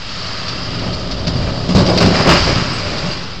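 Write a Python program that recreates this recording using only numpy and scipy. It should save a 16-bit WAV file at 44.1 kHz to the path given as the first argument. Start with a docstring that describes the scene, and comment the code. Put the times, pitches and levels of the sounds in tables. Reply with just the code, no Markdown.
"""Demolition of a glass wall

An excavator pulls down a curved wall of glass and metal framing, heard across a car park. Glass pours,
grinds and cracks while the frame sags and rumbles; then the wall lands in heavy crashes that overload
the microphone, and debris clatters to rest over the machine's drone. Most of the sound is impact noise:
random contacts, shaped by the spectrum and the damped resonances of each material."""
import sys
import numpy as np
from scipy import signal
from scipy.fft import rfft, irfft, next_fast_len
from scipy.io import wavfile
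from scipy.ndimage import uniform_filter1d

SR = 44100
rng = np.random.default_rng(int(sys.argv[2]) if len(sys.argv) > 2 else 0)


def pcm_store(signal):
    """Save signal as 16-bit PCM."""
    levels = np.round(np.clip(np.atleast_2d(signal), -1, 1) * 32767)
    wavfile.write(sys.argv[1], SR, levels.astype(np.int16).T)


N = 149940
T = np.arange(N) / SR


def from_db(db):
    """Amplitude ratio: a factor of ten for every 20 dB."""
    return 10 ** (np.asarray(db) / 20)


def unit_rms(x):
    """Normalisation to unit mean power."""
    return x / np.sqrt(np.mean(x ** 2) + 1e-20)


def envelope(curve):
    """Amplitude envelope, interpolated in decibels between (time_s, level_db) rows."""
    return from_db(np.interp(T, *np.transpose(curve)))


def colour(x, spectrum):
    """Minimum-phase filtering: a folded cepstrum imposes the spectrum causally; the result has rms 1."""
    hz, db = np.transpose(spectrum)
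    size = 2 * next_fast_len(N // 2 + 1)
    grid_hz = np.maximum(np.arange(size // 2 + 1) * SR / size, 1)
    magnitude = from_db(np.interp(np.log(grid_hz), np.log(hz), db))
    cepstrum = irfft(np.log(magnitude))
    cepstrum[1:size // 2] *= 2
    cepstrum[size // 2 + 1:] = 0
    return unit_rms(irfft(rfft(x, size) * np.exp(rfft(cepstrum)))[:N])


def contacts(per_s, spread_db):
    """Poisson impacts: a positive spread makes a few clicks stronger, a negative one a few weaker."""
    sizes = from_db(spread_db * np.minimum(rng.exponential(1, N), 4.5)) * rng.choice([-1, 1], N)
    return sizes * (rng.random(N) < per_s / SR)


def steady(x, span_s):
    """Division by the running rms holds a texture's slow level at 1 and keeps its grain."""
    power = uniform_filter1d(x * x, max(int(span_s * SR), 1))
    return x / np.sqrt(np.abs(power) + 1e-6)


def ring(clicks, hz, t60_s):
    """Damped oscillator: a unit impulse excites a decaying sine of height 1."""
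    radius = from_db(-60 / (t60_s * SR))
    angle = 2 * np.pi * hz / SR
    return signal.lfilter([0, np.sin(angle)], [1, -2 * radius * np.cos(angle), radius ** 2], clicks + 1e-18)


def resonance(x, hz, bandwidth_hz):
    """Forced resonance passes a narrow band about the natural frequency."""
    return signal.lfilter(*signal.iirpeak(hz, hz / bandwidth_hz, fs=SR), x)


def burst(start_s, attack_s, hold_s, t60_s):
    """Transient envelope: linear attack, hold and exponential decay."""
    rise = np.clip((T - start_s) / attack_s, 0, 1)
    return rise * from_db(-60 * np.maximum(T - start_s - attack_s - hold_s, 0) / t60_s)


# Spectrum of the machine and the open air: frequency_hz, relative_db
DRONE_SPECTRUM = [(25, 13.5), (60, -5.5), (105, -5.5), (170, 10.5), (260, -19), (400, 2.5),
                  (1200, -17), (4000, -0.5), (8000, -53)]

def machine_drone():
    """Stationary coloured noise: the excavator and the open air make a constant background."""
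    return from_db(-35.5) * colour(rng.standard_normal(N), DRONE_SPECTRUM)


# Reflections from the building and the yard: delay_s, gain_db
ECHO_PATHS = [(0.022, -18), (0.062, -9), (.118, -19), (0.189, -22.5)]

def yard_echoes(direct):
    """Discrete reflections: delayed, duller copies add to the direct sound."""
    dull = signal.sosfilt(signal.butter(1, 3500, fs=SR, output="sos"), direct)
    return direct + sum(from_db(db) * np.interp(T - delay, T, dull, left=0) for delay, db in ECHO_PATHS)


# Motion of the large panels and of the deep shudder: time_s, level_db
JOSTLE_LEVEL = [(0.0, -37), (0.28, -30.5), (0.38, -31), (0.79, -24), (1.14, -27), (1.38, -20.5),
                (1.73, -25.5), (1.86, -15), (1.95, -17.5), (2.2, -17), (2.34, -23), (2.53, -19), (2.7, -23),
                (3.02, -29), (3.23, -30.5), (3.4, -34.5)]
SHUDDER_LEVEL = [(0, -41), (.55, -37), (.9, -31), (1.05, -29), (1.3, -25.5), (1.5, -22.5), (1.6, -30),
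                 (1.85, -27), (2.24, -30), (2.32, -14.5), (2.4, -24), (2.53, -22), (2.74, -35),
                 (2.95, -31.5), (3.26, -40), (3.4, -36)]
# Spectra of panels jostling, landing and shuddering: frequency_hz, relative_db
JOSTLE_SPECTRUM = [(25, -14), (50, -33), (70, -13), (100, 3.5), (125, 2), (143, -7.5), (173, 4),
                   (205, -8.5), (270, -5), (330, -18.5), (600, -23), (2000, -70)]
THUD_SPECTRUM = [(30, -31), (60, -17), (100, -3), (135, -5), (172, 7), (198, -5), (260, -7.5), (340, -16),
                 (600, -34), (2000, -61)]
SHUDDER_SPECTRUM = [(20, -21), (30, -5.5), (50, -2), (70, 0), (120, -24.5), (400, -72.5)]

def panel_rumble(surge):
    """Massive bodies vibrate at low frequencies: panels jostle and thud above a deep shudder."""
    low_cut = signal.butter(4, 22, "high", fs=SR, output="sos")

    def low_band(excitation, spectrum, span_s):
        return steady(colour(signal.sosfilt(low_cut, excitation), spectrum), span_s)

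    jostle = low_band(contacts(per_s=260, spread_db=1.58), JOSTLE_SPECTRUM, span_s=0.04)
    thud = low_band(rng.standard_normal(N), THUD_SPECTRUM, span_s=0.013)
    shudder = low_band(rng.standard_normal(N), SHUDDER_SPECTRUM, span_s=0.047)
    return envelope(JOSTLE_LEVEL) * jostle + surge * thud + envelope(SHUDDER_LEVEL) * shudder


# Sliding of the sagging wall: time_s, level_db
GRIND_LEVEL = [(0, -42.5), (.15, -32), (.28, -30.5), (.42, -31), (.7, -31.5), (1.05, -34.5), (1.6, -37),
               (1.8, -58)]
# Resonances of the wall: pitch_hz, bandwidth_hz, relative_db
WALL_RESONANCES = [(641, 40, 0), (1229, 88, 1.5), (1850, 330, -7.5), (3197, 67, -1), (4585, 65, 3.5),
                   (5000, 130, -2)]

def wall_grinding():
    """Stick-slip friction: dense slips of glass against metal excite the wall's resonances."""
    slips = unit_rms(contacts(per_s=3000, spread_db=2.8))
    response = sum((-1) ** k * from_db(db) * resonance(slips, hz, bandwidth_hz)
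                   for k, (hz, bandwidth_hz, db) in enumerate(WALL_RESONANCES))
    return envelope(GRIND_LEVEL) * steady(response, span_s=0.026)


def struck_metal(impacts, drive, spectrum, modes, ring_db):
    """Modal superposition: each contact crunches and excites every mode with a random strength."""
    clicks = steady(impacts, span_s=0.05)
    ringing = sum(from_db(db) * ring(clicks * drive * rng.standard_normal(N), hz, t60_s)
                  for hz, db, t60_s in modes)
    crunch = drive * steady(colour(clicks, spectrum), span_s=0.023)
    return crunch + from_db(ring_db) * np.std(drive) * unit_rms(ringing)


# Motion of the loose scrap: time_s, level_db
SCRAP_LEVEL = [(0.0, -36.5), (0.11, -38), (0.37, -34.5), (0.77, -36), (0.96, -42), (1.73, -40.5),
               (1.92, -39), (2.19, -23), (2.39, -25), (2.64, -28), (3.01, -30.5), (3.2, -33.5), (3.4, -40)]
# Spectrum of its contacts: frequency_hz, relative_db
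SCRAP_SPECTRUM = [(300, -20), (700, 0), (1150, 6), (1600, 3), (2100, 0.5), (2800, -3), (3600, -7),
                  (5000, -10.5), (6000, -14.5), (8500, -25.5)]
# Its natural modes: pitch_hz, relative_db, t60_s
SCRAP_RESONANCES = [(1340, -8.5, .1), (1540, -12.5, 0.042), (1825, -3, 0.17), (2023, 4, .12),
                    (2228, 2.5, 0.12), (2394, 2.5, 0.18), (2631, 6, 0.071), (2826, 6.5, 0.072),
                    (3084, 4.5, 0.048)]

def scrap_clatter(surge):
    """Impact excitation: loose pieces of metal knock together and ring in high modes."""
    drive = np.hypot(envelope(SCRAP_LEVEL), surge)
    impacts = contacts(per_s=1300, spread_db=1.37)
    return struck_metal(impacts, drive, SCRAP_SPECTRUM, SCRAP_RESONANCES, ring_db=-3.5)


# Motion of the metal framing: time_s, level_db
FRAME_LEVEL = [(0.0, -42.5), (0.18, -40.5), (0.35, -37.5), (0.95, -31), (1.26, -30.5), (1.4, -29),
               (1.75, -28), (1.92, -18), (2.15, -20), (2.33, -31), (2.6, -32), (2.97, -29), (3.18, -35.5),
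               (3.4, -40)]
# Spectrum of its contacts: frequency_hz, relative_db
FRAME_SPECTRUM = [(100, -20), (250, -16), (310, -1), (370, 3.5), (450, -1.5), (600, 3), (760, -5.5),
                  (1000, -9.5), (1500, -15.5), (3000, -38), (8000, -39.5)]
# Its natural modes: pitch_hz, relative_db, t60_s
FRAME_RESONANCES = [(394, 8.5, .06), (586.4, -5.5, 0.19), (825, -8, 0.2), (967, 4, 0.041),
                    (1119.1, 7, 0.045)]

def frame_clang(surge):
    """Impact excitation: lengths of framing collide and ring in low, quickly damped modes."""
    drive = np.hypot(envelope(FRAME_LEVEL), surge)
    impacts = contacts(per_s=800, spread_db=1.57)
    return struck_metal(impacts, drive, FRAME_SPECTRUM, FRAME_RESONANCES, ring_db=-8)


# Single shards striking the heap: start_s, pitch_hz, level_db
SHARD_STRIKES = [(.264, 4560, -29.5), (.929, 4470, -30), (1.365, 4750, -28.5), (1.421, 4660, -39),
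                 (1.572, 4640, -32.5), (2.730, 7960, -40), (2.885, 2840, -38), (2.98, 4650, -30),
                 (3.078, 6470, -45), (3.102, 2790, -30), (3.114, 4700, -25.5), (3.299, 4520, -37)]

def shard_clinks():
    """Narrow-band resonance: a shard chatters briefly on the heap and rings at its own pitch."""
    clinks = 0
    for start_s, hz, db in SHARD_STRIKES:
        tone = steady(resonance(rng.standard_normal(N), hz, bandwidth_hz=47), span_s=0.0085)
        clinks += from_db(db) * burst(start_s, attack_s=0.0012, hold_s=0.014, t60_s=0.15) * tone
    return clinks


# Flow of broken glass: time_s, level_db
GLASS_LEVEL = [(0.0, -33), (0.12, -29), (0.26, -28.5), (0.43, -28.5), (1.1, -32.5), (1.71, -30),
               (1.88, -25), (2.23, -23), (2.38, -17), (2.65, -25), (2.98, -27.5), (3.2, -31), (3.4, -35.5)]
# Spectrum of the stream: frequency_hz, relative_db
GLASS_SPECTRUM = [(300, -17.5), (800, -13), (1250, -3.5), (1800, -10.5), (2500, -8.5), (2850, -4),
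                  (3600, -8.5), (4200, -2.5), (4580, 1), (5050, -0.5), (5500, -7), (6000, -14),
                  (7500, -21.5), (8500, -33)]

def pouring_glass(surge):
    """Granular flow: crumbs click in a dense stream while larger shards tinkle at their own pitches."""
    drive = np.hypot(envelope(GLASS_LEVEL), surge)
    pitches_hz = rng.uniform(2335, 8300, 48)
    shards = sum(ring(contacts(per_s=700 / len(pitches_hz), spread_db=3.5), hz, t60_s=0.075)
                 for hz in pitches_hz)
    crumbs = contacts(per_s=3500, spread_db=1.33)
    stream = unit_rms(crumbs) + from_db(-9.5) * unit_rms(shards)
    return drive * steady(colour(stream, GLASS_SPECTRUM), span_s=0.11)


# Panes snapping: start_s, level_db
PANE_SNAPS = [(.480, -22.5), (.788, -30), (0.928, -30), (1.112, -23.5), (1.27, -20), (1.368, -38),
              (1.758, -28), (1.86, -20.5), (1.974, -13.5), (2.057, -18), (2.979, -29), (3.108, -30)]
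# Spectrum of the fractures: frequency_hz, relative_db
FRACTURE_SPECTRUM = [(500, -18), (1500, -3), (3000, -2), (3800, 1.5), (4700, 8.5), (5600, -1), (6500, -13),
                     (8500, -27)]

def pane_cracks():
    """Brittle fracture: a pane snaps in a short, bright rush of clicks."""
    drive = sum(from_db(db) * burst(start_s, attack_s=0.0012, hold_s=0.011, t60_s=0.085)
                for start_s, db in PANE_SNAPS)
    fractures = colour(contacts(per_s=3500, spread_db=-1), FRACTURE_SPECTRUM)
    return drive * steady(fractures, span_s=0.016)


# Heavy pieces landing: start_s, hold_s, thud_db, frame_db, scrap_db, glass_db
LANDINGS = [(0.745, 0.01, -30, -42, -34, -35), (0.811, 0.026, -27, -28.5, -33.5, -41),
            (0.86, 0.023, -23.5, -29.5, -35.5, -44), (1.269, 0.0082, -16, -25, -39.5, -32),
            (1.353, 0.0077, -18, -37, -33, -45), (1.407, 0.024, -34, -35.5, -36, -47),
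            (1.467, .025, -23.5, -27, -31.5, -54), (1.688, 0.02, -13, -25, -31.5, -26.5),
            (1.748, 0.016, -4, -15.5, -30, -17), (1.778, 0.031, -12.5, -13, -31, -23.5),
            (1.884, 0.017, -34.5, -12.5, -25.5, -24), (2.004, 0.024, -10.5, -15, -18.5, -18),
            (2.044, 0.028, -7.5, -30, -44.5, -40), (2.139, 0.033, -24, -27.5, -21, -23),
            (2.188, 0.02, -18.5, -17, -27.5, -21), (2.258, 0.059, -11, -11, -18.5, -29),
            (2.29, 0.031, -15.5, -16.5, -11, -16.5), (2.342, 0.019, -23, -20.5, -18.5, -25),
            (2.466, .04, -24.5, -18, -24, -38), (2.558, 0.052, -19.5, -28, -26, -34),
            (2.708, 0.005, -23, -30.5, -39, -36), (2.847, 0.023, -30, -29, -29, -35),
            (2.914, .03, -24, -27.5, -40.5, -44), (3.027, 0.066, -24, -29, -37, -34)]

def falling_wall():
    """Incoherent sources add in power: overlapping landings build a surge in each material."""
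    starts_s, holds_s, thud_db, frame_db, scrap_db, glass_db = np.transpose(LANDINGS)

    def surge(levels_db, t60_s):
        bursts = (from_db(db) * burst(start_s, attack_s=0.0021, hold_s=hold_s, t60_s=t60_s)
                  for start_s, hold_s, db in zip(starts_s, holds_s, levels_db))
        return np.sqrt(sum(gain ** 2 for gain in bursts))

    panels = panel_rumble(surge(thud_db, t60_s=0.17))
    frame = frame_clang(surge(frame_db, t60_s=0.17))
    scrap = scrap_clatter(surge(scrap_db, t60_s=0.13))
    glass = pouring_glass(surge(glass_db, t60_s=0.18))
    return panels + frame + scrap + glass


def scene():
    """Linear superposition: the collapse, its echoes and the drone sum in one channel."""
    collapse = falling_wall() + pane_cracks() + shard_clinks() + wall_grinding()
    return (yard_echoes(collapse) + machine_drone())[None]


def record(dry):
    """Overload distortion: the loudest crashes clip in two stages, each followed by a low-pass filter."""
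    bias, overload, ceiling = -0.036, 0.71, 0.74
    mic_band = signal.cheby2(14, 60, 9250, fs=SR, output="sos")
    top_cut = signal.ellip(10, 0.2, 80, 15800, fs=SR, output="sos")
    mic = signal.sosfilt(mic_band, np.clip(dry + bias, -overload, overload))
    return signal.sosfilt(top_cut, np.clip(mic, -ceiling, ceiling))


dry = scene()
out = record(dry)
pcm_store(out)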